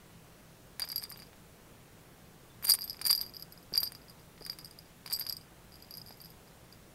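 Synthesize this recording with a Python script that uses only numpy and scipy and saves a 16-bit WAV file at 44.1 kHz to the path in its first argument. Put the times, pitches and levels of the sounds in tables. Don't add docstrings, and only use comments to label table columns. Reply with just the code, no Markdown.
import sys
import numpy as np
from scipy import signal
from scipy.io import wavfile
from scipy.ndimage import uniform_filter1d

SR = 44100
rng = np.random.default_rng(int(sys.argv[2]) if len(sys.argv) > 2 else 0)


def voltage_ratio(decibels):
    exponent = np.asarray(decibels, float) / 20
    return 10 ** exponent


def int16_out(signal):
    q = np.round(np.clip(np.atleast_2d(signal).T, -1, 1) * 32767)
    wavfile.write(sys.argv[1], SR, q.astype(np.int16))


N = 306318


def evened(x):
    return x / np.sqrt(np.mean(x ** 2))


def add(mix, s, sound):
    part = mix[round(s * SR):][:len(sound)]
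    part += sound[:len(part)]


def resonate(x, hz, width):
    pole = np.exp((2j * np.pi * hz - np.pi * width) / SR)
    return 2 * signal.lfilter([1 - abs(pole)], [1, -pole], x).real


def ring_filter(x, hz, t60, softness_hz):
    soft = resonate(x, hz, softness_hz)
    return resonate(soft, hz, np.log(1000) / np.pi / t60) * t60 * SR / (2 * np.log(1000))


def decaying(hits, t60_e):
    return signal.lfilter([1], [1, -np.exp(-1 / (t60_e * SR))], hits)


# [f/Hz, level/dB per Hz]
HUSH_COLOUR = [(12, -55), (20, -1.5), (91, -5), (164, -3.5), (257, -9), (437, -9.5), (532, -11.5),
               (811, -14.5), (5020, -25.5), (15000, -27.5), (16300, -26.5)]
# [f/Hz, width/Hz, level/dB rms]
HUM = [
    (119.8, 29, -68),
    (163.1, 13.4, -66.5),
]


def hush(level_db=-56.5, patchy_db=0.66):
    frames, hz = N // 256 + 5, np.fft.rfftfreq(1024, 1 / SR)
    a, b, patches = rng.standard_normal((frames, 513, 3)).T
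    patches = evened(uniform_filter1d(uniform_filter1d(patches, 12, 0), 14, 1))
    f, db = np.transpose(HUSH_COLOUR)
    colour_db = np.interp(np.log(hz + 1), np.log(f + 1), db)[:, None]
    spectra = (a + 1j * b) * voltage_ratio(colour_db + patchy_db * patches)
    air = signal.istft(spectra, nperseg=1024, noverlap=768)[1][:N]
    noise = rng.standard_normal(N)
    hum = sum(voltage_ratio(g) * evened(resonate(resonate(noise, f, w), f, w)) for f, w, g in HUM)
    return voltage_ratio(level_db) * evened(air) + hum


# [f/Hz, width/Hz, level/dB]
TICK_BODY = [
    (1120, 1200, 3.5),
    (2150, 580, -3.5),
    (3840, 1500, 7.5),
]
# [t/s, peak level/dB]
MOUNT_TICKS = [(.7958, -26.5), (.8013, -29), (.8196, -26), (.8401, -29.5), (.9007, -34), (.928, -33.5),
               (1.0239, -32), (1.0526, -33.5), (1.1601, -36), (1.191, -38), (1.2212, -34), (1.3314, -40),
               (2.6263, -34), (2.6414, -28), (2.6508, -27), (2.6715, -34), (2.6861, -25.5), (2.6917, -25.5),
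               (2.6977, -32), (2.737, -31), (2.7416, -24.5), (2.788, -29.5),
               (3.0139, -25), (3.0532, -32), (3.0614, -24.5), (3.068, -25), (3.1015, -26), (3.1051, -21),
              (3.1294, -26), (3.2072, -35.5), (3.7496, -27.5), (3.7704, -27.5), (3.8298, -25.5),
              (3.9208, -33.5), (4.4641, -32.5), (4.4965, -31.5), (4.5874, -33), (5.0608, -28.5),
              (5.077, -35.5), (5.1002, -38), (5.1189, -27), (5.212, -32.5), (5.2648, -30.5), (6.1075, -38)]
# [t/s, peak level/dB]
FAINT_TICKS = [(0.8254, -33), (0.8754, -35), (1.0384, -39), (1.1157, -33.5), (2.945, -38.5), (2.9926, -35),
               (3.2001, -46), (3.2283, -35), (3.8204, -35), (3.8701, -40), (3.9498, -36), (4.3784, -41),
               (4.5296, -39), (5.1089, -31.5), (5.1741, -39), (5.1887, -35.5), (5.3086, -33.5)]


def ticks(rows, contacts, burst_s=0.00024, chatter_db=-16, chatter_s=0.0079, per_s=1100):
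    out, t = np.zeros(N), np.arange(500) / SR
    jolt_db = -26.5 + 0.48 * contacts[:, 1] + 2 * rng.standard_normal(len(contacts))
    rows = rows + list(zip(contacts[:, 0], jolt_db))
    bursts = rng.standard_normal((len(rows), 500))
    for (s, db), burst in zip(rows, bursts):
        blow = (1 + .5 * burst) * np.exp(-t / burst_s) * np.sin(2 * np.pi * t / burst_s / 2)
        colour = 2 * np.tanh(burst[::-1])
        tick = np.zeros(500)
        for (f, w, g), c in zip(TICK_BODY, colour):
            tick += voltage_ratio(g + c) * resonate(blow, f * (1 + c / 20), w)
        tick *= voltage_ratio(db - 1.5) / abs(tick).max()
        add(out, s, tick)

    knocks = np.zeros(N)
    knocks[[round(s * SR) for s, db in rows]] = voltage_ratio(np.transpose(rows)[1] + chatter_db)
    loose = decaying(knocks, chatter_s)
    taps = loose * rng.uniform(-1.27, 1, N) * (rng.random(N) < per_s / SR)
    out += sum(voltage_ratio(g) * resonate(taps, f, w) * SR / (2 * np.pi * w) for f, w, g in TICK_BODY)
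    return out - 0.28 * uniform_filter1d(out, size=41)


# [t/s, across-slot level/dB, along-slot level/dB]
FIRST_KICK = [(.7963, -57, -31), (.8045, -39, -43), (.8193, -24, -26), (.8275, -30, -49), (.84, -42, -49),
              (.8483, -56, -60), (.888, -44, -33), (.9005, -40, -28), (.9174, -33, -39), (.9266, -41, -38),
              (.9593, -27, -28), (.967, -40, -42), (.9796, -29.5, -33), (.997, -45, -34),
              (1.0174, -50, -42), (1.0285, -61, -45), (1.0322, -49, -40), (1.0375, -33.5, -31),
              (1.101, -55, -45), (1.1217, -42.5, -33.5), (1.1396, -52, -50), (1.1727, -55, -48),
              (1.1995, -47, -46), (1.2216, -48, -45)]
# [t/s, across-slot level/dB, along-slot level/dB]
HARD_KICK = [(2.6263, -53, -61), (2.6336, -52, -61), (2.6445, -45, -46), (2.6505, -37, -52),
             (2.6625, -38, -40), (2.67, -30, -44), (2.679, -33, -43), (2.6824, -28, -37), (2.691, -26, -40),
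             (2.697, -15.5, -19), (2.7004, -22, -27), (2.7035, -23, -28), (2.7068, -16, -25),
             (2.7112, -31, -30), (2.719, -14.5, -15), (2.723, -27, -22), (2.7368, -52, -51),
             (2.745, -59, -58), (2.75, -52, -51), (2.7576, -65, -58), (2.788, -41, -51), (2.8092, -34, -41),
             (2.8191, -39, -29), (2.8289, -37, -31), (2.8404, -42, -35), (2.8772, -43, -33),
             (2.8971, -50, -24), (2.9057, -46, -27), (2.93, -57, -33.5), (2.993, -53, -42)]
# [t/s, across-slot level/dB, along-slot level/dB]
REBOUND = [(3.0151, -50, -34), (3.0168, -37, -30), (3.043, -34, -40), (3.052, -23, -33), (3.061, -34, -40),
           (3.0647, -23, -19), (3.0714, -43, -32), (3.08, -30, -36), (3.0906, -38, -43),
           (3.0945, -22.5, -41), (3.098, -17.5, -29), (3.1042, -19, -26), (3.1097, -19, -18),
           (3.1286, -21, -11), (3.1502, -29, -19), (3.1596, -41, -46), (3.1768, -25.5, -45),
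           (3.191, -35, -31), (3.207, -53, -27), (3.2122, -28.5, -24), (3.2235, -47, -44),
           (3.2359, -38, -50), (3.2633, -42, -55), (3.3376, -66, -36), (3.346, -44, -45),
           (3.3666, -53, -28.5), (3.3965, -58, -39), (3.4239, -46, -31)]
# [t/s, across-slot level/dB, along-slot level/dB]
SWAT = [(3.523, -61, -40.5), (3.576, -74, -42.5), (3.729, -45, -53), (3.7383, -26.5, -22),
        (3.751, -32, -44), (3.7563, -28, -18.5), (3.77, -42, -41), (3.7765, -16, -20), (3.8025, -31.5, -51),
        (3.83, -45, -37), (3.8316, -26.5, -19), (3.856, -55, -29.5), (3.8633, -33, -46),
        (3.8714, -33.5, -46), (3.9208, -49, -55), (3.95, -49, -34.5), (4.0169, -68, -50), (4.083, -59, -44),
        (4.097, -54, -37.5), (4.195, -67, -49)]
# [t/s, across-slot level/dB, along-slot level/dB]
NUDGE = [(4.4078, -66, -44), (4.4225, -52, -40), (4.4506, -53, -31), (4.4635, -37, -36), (4.498, -32, -22),
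         (4.5183, -55, -40), (4.531, -45, -43), (4.587, -43, -37), (4.611, -57, -42), (4.646, -51, -31.5),
         (4.657, -57, -35), (4.7102, -66, -41), (4.788, -70, -35), (4.857, -69, -51)]
# [t/s, across-slot level/dB, along-slot level/dB]
TUG = [(5.062, -42, -33), (5.0754, -50, -38), (5.1, -37, -44), (5.11, -39, -45), (5.1175, -38, -46),
       (5.1257, -28.5, -25), (5.132, -54, -47), (5.1365, -26.5, -22), (5.1465, -27.5, -24),
       (5.1621, -38, -30), (5.1886, -58, -37), (5.195, -41, -45), (5.2093, -31.5, -44),
       (5.2124, -31.5, -33), (5.222, -37, -34), (5.2665, -36, -27), (5.2887, -50, -30), (5.2962, -35, -20),
       (5.3248, -38, -22.5), (5.3673, -53, -30.5), (5.4111, -72, -45)]
# [t/s, across-slot level/dB, along-slot level/dB]
ROLL = [(5.721, -58, -44), (5.741, -59, -42), (5.7555, -76, -43), (5.8233, -54, -40.5), (5.9086, -43, -36),
        (5.9393, -61, -32), (5.9504, -64, -37), (5.9712, -68, -38), (5.98, -73, -33), (6.0156, -69, -34.5),
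        (6.062, -58, -40.5), (6.0724, -52, -48), (6.0836, -60, -42), (6.11, -62, -43), (6.124, -65, -38),
        (6.203, -49, -43), (6.214, -51, -58), (6.2465, -64, -41), (6.257, -54, -38), (6.3027, -75, -48),
        (6.475, -64, -49), (6.725, -55, -45)]
# [t/s, level/dB]
FLANK = [(.7963, -27), (.8193, -35), (.888, -41), (.9005, -44), (1.0375, -33.5), (1.1217, -39.5),
         (2.643, -36), (2.6505, -20.5), (2.669, -25), (2.698, -14), (2.7068, -17.5), (2.7035, -20),
         (2.7112, -23), (2.7368, -15), (2.7446, -26), (2.751, -26), (3.0149, -29), (3.052, -29),
         (3.0647, -21), (3.0705, -24), (3.1086, -16), (3.1499, -30.5), (3.771, -30), (3.9206, -37.5),
         (4.4638, -34), (4.5869, -39), (5.0606, -41), (5.1091, -39), (5.133, -24), (5.1886, -41),
         (5.2663, -36.5), (.84, -54), (.9174, -40), (.9266, -52), (.9593, -55), (.965, -41), (1.0174, -61),
         (1.0322, -41), (1.101, -43), (1.1995, -48), (1.2216, -55), (2.8092, -44), (3.2363, -56),
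         (3.7388, -57), (3.75, -39), (3.7563, -55), (3.856, -57), (3.95, -54), (4.4225, -51), (4.646, -49),
         (4.6563, -49), (4.7105, -45), (5.0758, -45), (5.1, -44), (5.1628, -55), (5.2129, -43),
         (5.2959, -53), (5.3233, -56), (6.0724, -58), (6.214, -48)]
# [t/s, level/dB]
SHOULDER = [(.7963, -33), (.9174, -31.5), (.9593, -24), (.9796, -27.5), (2.691, -23), (2.7004, -22),
            (2.708, -20), (2.7233, -29), (2.787, -40), (2.8187, -34), (2.8968, -31.5), (3.0149, -46),
            (3.0606, -29), (3.08, -27), (3.1034, -24), (3.1289, -23), (3.1593, -27.5), (3.2117, -29),
            (3.523, -42), (3.7303, -42.5), (3.7757, -24), (3.8032, -34), (4.4495, -48), (5.1258, -31),
            (5.1364, -32), (5.1628, -35), (5.2946, -29.5), (5.9088, -38.5), (5.9706, -35.5), (.8193, -43),
            (.888, -51), (1.0174, -45), (2.6625, -50), (2.7198, -30), (2.7576, -40), (2.8092, -37),
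            (2.8404, -38), (3.0897, -36), (3.1499, -39), (3.191, -41), (3.2613, -41.5), (3.3373, -55),
            (3.347, -49), (3.4236, -37), (3.7388, -48), (3.8326, -29), (2.8772, -45), (5.1465, -42),
            (4.498, -43), (4.7105, -52), (5.195, -43), (5.224, -43), (5.2891, -34), (5.3672, -57),
            (5.8233, -45), (6.0156, -55), (6.0724, -46), (6.2467, -45), (6.3027, -49)]
# [t/s, level/dB]
CROWN = [(.8483, -40), (.888, -37), (1.0285, -36), (1.101, -37), (1.1727, -44), (2.6263, -39), (2.643, -25),
         (2.679, -26), (2.691, -21), (2.787, -36), (2.8406, -29), (3.052, -33), (3.0647, -35),
         (3.1086, -28), (3.2117, -29), (3.8032, -26), (3.829, -55), (3.834, -24), (4.4978, -42),
         (5.1258, -30), (5.1941, -25.5), (5.2093, -35), (6.214, -42), (.8193, -56), (.9174, -53),
         (.9593, -54), (2.6336, -36), (2.8289, -52), (2.8772, -39), (3.098, -41), (3.1289, -35),
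         (3.1499, -36), (3.1766, -54), (2.6625, -50), (2.719, -42), (3.3965, -43), (3.523, -45),
         (3.7388, -61), (3.7563, -59), (4.587, -49), (4.646, -53), (5.062, -50), (5.1628, -35),
         (5.2959, -50), (5.3233, -59), (5.9088, -59), (5.1365, -38), (5.9706, -51), (5.1465, -34),
         (3.7759, -38), (4.5183, -43), (6.2467, -50), (6.257, -49), (6.3027, -54)]
GLANCE_DB = [
    -22,
    -14,
    -25,
]


def blows(glance_spread_db=6.5, choke_db=2):
    shakes = [*FIRST_KICK, *HARD_KICK, *REBOUND, *SWAT, *NUDGE, *TUG, *ROLL]
    low = np.array(sorted(map(tuple, shakes)))
    s = low[:, 0]
    spread = np.tanh(rng.standard_normal((len(s), len(GLANCE_DB))))
    upper = low[:, 1:].max(axis=1)[:, None] + GLANCE_DB + glance_spread_db * spread
    for k, spot in enumerate([FLANK, SHOULDER, CROWN]):
        for at, db in spot:
            upper[abs(s - at).argmin(), k] = db

    aimed = np.isin(np.arange(len(s)), [abs(s - at).argmin() for at, db in CROWN])
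    fall_db = 60 / np.array([family[0][1] for family in SHELL[2:]])
    for i in range(1, len(s)):
        left = upper[i - 1] - fall_db * (s[i] - s[i - 1]) - choke_db
        ringing_on = np.maximum(upper[i], left)
        upper[i] = np.where([False, False, aimed[i]], upper[i], ringing_on)
    return np.column_stack([low, upper])


# [f/Hz, ..]
SHELL_HZ = [
    [4755, 3530],
    [4905, 5230, 14030],
    [9380, 9550, 11900, 14900],
    [11480, 12300],
    [13100, 8490],
]
# [level/dB against the family, t60/s, strike-to-strike spread/dB]
SHELL = [
    [(.6, .06, .6), (-46, .08, 8)],
    [(1.5, .013, 1.2), (-7, .01, 5), (-30, .03, 4)],
    [(.6, .02, 1.2), (-9, .025, 5), (-4, .012, 5), (-14, .012, 5)],
    [(.6, .04, .6), (-10, .012, 6)],
    [(-3.6, .09, .6), (-21, .05, 8)],
]


def bell(rows, detune=.0001, crack_db=-15.0, crack_s=0.0043, muffle=0.67, free_db=-23, rise_turns=3):
    family = np.repeat(np.arange(len(SHELL)), [len(f) for f in SHELL])
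    hz = np.concatenate(SHELL_HZ)
    mode_db, t60, spread_db = np.transpose(sum(SHELL, []))
    chance = np.tanh(rng.standard_normal((len(rows), 3, len(hz))))
    starts = np.round(rows[:, 0] * SR).astype(int)
    ends = np.minimum(np.append(starts[1:], N), starts + SR // 4)
    out, ringing = np.zeros(N), np.zeros(len(hz), complex)
    for row, start, end, (size, turn, tune) in zip(rows, starts, ends, chance):
        family_db = row[1 + family]
        height = voltage_ratio(family_db + mode_db + spread_db * size)
        kick = np.maximum(height - abs(ringing), 0) * np.exp(.6j * turn)
        struck = height * np.exp(1j * np.angle(ringing + kick))
        t = np.arange(end - start + 1)[:, None] / SR
        pitch = hz * (1 + detune * tune / t60)
        loose = np.clip(muffle + (1 - muffle) / (1 + voltage_ratio(free_db - family_db) ** 2), .1, 1)
        ring_s = t60 * np.where(family > 1, loose, 1)
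        free = np.exp(t * (2j * np.pi * pitch - np.log(1000) / ring_s))
        handover = np.exp(-(t * hz / rise_turns) ** 2)
        modes = free * (struck + (ringing - struck) * handover)
        out[start:end] += modes[:-1].real.sum(axis=1)
        ringing = modes[-1]

    hits = np.zeros(N)
    hits[starts] = voltage_ratio(rows[:, 3:].max(axis=1) + crack_db)
    crack = decaying(hits, crack_s) * rng.standard_normal(N)
    return out + resonate(np.diff(crack, prepend=0), 5700, 8300)


def afterring(rows, hz=4756, t60=0.13, across_db=-26, along_db=-38, share=0.86):
    hits = np.zeros(N)
    strength = voltage_ratio(share * rows[:, 1] + across_db) + voltage_ratio(share * rows[:, 2] + along_db)
    hits[np.round(rows[:, 0] * SR).astype(int)] = strength
    return ring_filter(hits, hz, t60, 301)


# [f/Hz, t60/s]
SKIP_MODES = [
    (4770, 0.034),
    (4910, 0.015),
    (5150, 0.0083),
    (9200, 0.0039),
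    (11600, 0.014),
    (8560, 0.0072),
]


def rolling(rows, per_s=330, settle_s=0.021, share=0.5, level_db=-38, upper_db=-5):
    unrest = np.zeros((2, N))
    strength_db = np.array([rows[:, 1], rows[:, 1:3].max(axis=1)])
    unrest[:, np.round(rows[:, 0] * SR).astype(int)] = voltage_ratio(share * strength_db + level_db)
    unrest = decaying(unrest, settle_s)[[0, 1, 1, 1, 1, 1]]
    taps = unrest * rng.standard_normal(unrest.shape) * (rng.random(unrest.shape) < per_s / SR)
    rings = [ring_filter(tap, hz, t60, 600) for tap, (hz, t60) in zip(taps, SKIP_MODES)]
    return sum(rings[:3]) + voltage_ratio(upper_db) * sum(rings[3:])


# [t/s, f/Hz, peak level/dB]
PINGS = [(1.103, 7400, -58), (2.7085, 7900, -44), (2.7217, 8050, -48), (2.7217, 8490, -37),
         (1.0375, 3530, -58), (2.8417, 3530, -60), (3.1096, 3520, -45), (2.5, 3520, -60),
         (2.876, 3540, -60), (3.2117, 3550, -59), (3.7388, 7700, -53), (3.1089, 8500, -45),
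         (3.1083, 8300, -43), (3.832, 8600, -37), (5.125, 7800, -45), (5.1465, 8030, -50),
         (5.136, 7900, -39), (5.2955, 8050, -46), (.888, 8000, -52), (0.99, 8490, -50), (.9796, 8000, -55),
         (1.0375, 8100, -50), (2.8406, 8400, -49), (3.2117, 8490, -52), (4.646, 8490, -52),
         (5.1628, 8490, -52), (5.3672, 8400, -52)]
# [t/s, peak level/dB]
TOP_PINGS = [(2.6824, -34), (2.7217, -23), (2.7882, -47), (3.0648, -28), (3.0705, -24), (3.1499, -28),
             (3.8327, -37), (5.1941, -42), (5.2955, -38), (5.9712, -44), (6.216, -46), (6.3027, -51),
             (.8193, -51), (.8275, -53), (1.0322, -53), (2.6336, -50), (2.691, -22), (2.751, -42),
             (2.7576, -50), (3.052, -36), (3.1766, -47), (3.2625, -54), (3.3666, -43), (3.3965, -53),
             (3.8025, -40), (5.222, -55), (5.28, -52), (5.3672, -43), (5.9088, -51), (5.939, -53),
             (6.2467, -55)]


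def pings(top_t60=0.032, rise_s=0.00016):
    out, t = np.zeros(N), np.arange(5000) / SR
    top_hz = max(SHELL_HZ[1])
    for s, hz, db in [*PINGS, *[(s, top_hz, db) for s, db in TOP_PINGS]]:
        t60 = min(top_t60 * (top_hz / hz) ** 2, .13)
        envelope = voltage_ratio(db - 60 * t / t60) * (1 - np.exp(-t / rise_s))
        add(out, s, envelope * np.sin(2 * np.pi * hz * t))
    return out


# [t/s, along-slot level/dB, flank level/dB, shoulder level/dB, crown level/dB]
GRAZES = [(.8764, -36, -58, -61, -61), (.9714, -42, -47, -40, -54), (1.0114, -53, -58, -55, -54),
          (1.0234, -44, -47, -48, -54), (1.0944, -43, -52, -52, -51), (1.1904, -50, -53, -68, -66),
          (1.268, -51, -70, -64, -66), (2.7674, -50, -54, -52, -55), (2.7974, -42, -56, -49, -56),
          (2.9684, -40, -63, -52, -69), (3.2274, -38, -51, -52, -56), (3.2724, -44, -66, -56, -56),
          (3.295, -41, -72, -48, -62), (3.359, -44, -63, -49, -56), (3.412, -44, -62, -53, -59),
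          (3.6277, -50, -69, -54, -61), (3.8204, -44, -53, -56, -56), (3.8751, -27, -57, -52, -57),
          (4.442, -40, -62, -64, -65), (4.6014, -41, -71, -57, -66), (5.1744, -46, -50, -54, -56),
          (5.238, -40, -62, -60, -64), (5.2504, -36, -56, -48, -61), (5.2804, -48, -62, -52, -57),
          (5.3074, -40, -43, -52, -62), (5.802, -48, -70, -66, -70), (5.846, -44, -70, -64, -70),
          (5.866, -52, -70, -66, -70), (5.886, -52, -70, -66, -70), (5.9244, -44, -65, -50, -67),
          (5.9978, -43, -71, -53, -70), (6.0914, -43, -54, -45, -65), (6.172, -52, -66, -53, -61),
          (6.239, -41, -68, -60, -68), (6.319, -51, -70, -64, -68)]


def grazes(rise_s=0.00028, cling=0.96):
    out, t = np.zeros(N), np.arange(3000) / SR
    hz = np.array([family[0] for family in SHELL_HZ[1:]])[:, None]
    t60 = cling * np.array([family[0][1] for family in SHELL[1:]])[:, None]
    rings = voltage_ratio(-60 * t / t60) * (1 - np.exp(-t / rise_s)) * np.sin(2 * np.pi * hz * t)
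    for s, *db in GRAZES:
        add(out, s, voltage_ratio(np.array(db)) @ rings)
    return out


# [t/s, level/dB, f/Hz]
THUMPS = [
    (3.7234, -35, 533),
    (3.728, -40.5, 232),
    (4.4111, -38, 415),
    (4.418, -39, 615),
    (6.1072, -36.5, 785),
    (4.4131, -44, 605),
]


def thumps(turns=0.73):
    out, t = np.zeros(N), np.arange(1500) / SR
    for s, db, hz in THUMPS:
        swing = np.sin(2 * np.pi * hz * t + 0.61 * np.sin(4 * np.pi * hz * t))
        add(out, s, -voltage_ratio(db) * swing * np.exp(-t * hz / turns))
    return out


def room(x, t60=0.0071, first=60):
    taps, at = np.zeros(SR // 4), np.arange(0, SR // 4 - 400, 20)
    at = at + rng.integers(0, 20, len(at)) + first
    taps[at] = rng.choice([-1., 1.], len(at)) * voltage_ratio(-60 * at / SR / t60)
    return signal.fftconvolve(x, taps / np.linalg.norm(taps))[:N]


def scene():
    rows = blows()
    knocks = ticks(MOUNT_TICKS, rows)
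    jingle = bell(rows) + afterring(rows) + rolling(rows) + pings() + grazes()
    near = jingle + knocks + thumps()
    wet = voltage_ratio(-13) * room(near)
    faint = ticks(list(FAINT_TICKS), rows[:0])
    return (near + wet + hush() + faint)[None]


def top_cut(x):
    return signal.sosfilt(signal.butter(12, 16510, fs=SR, output="sos"), x)


def record(dry):
    edge = signal.firwin(511, 15780, window=("kaiser", 9), fs=SR)
    mix = signal.oaconvolve(dry, edge[None], "same")
    return top_cut(mix)


dry = scene()
out = record(dry)
int16_out(out)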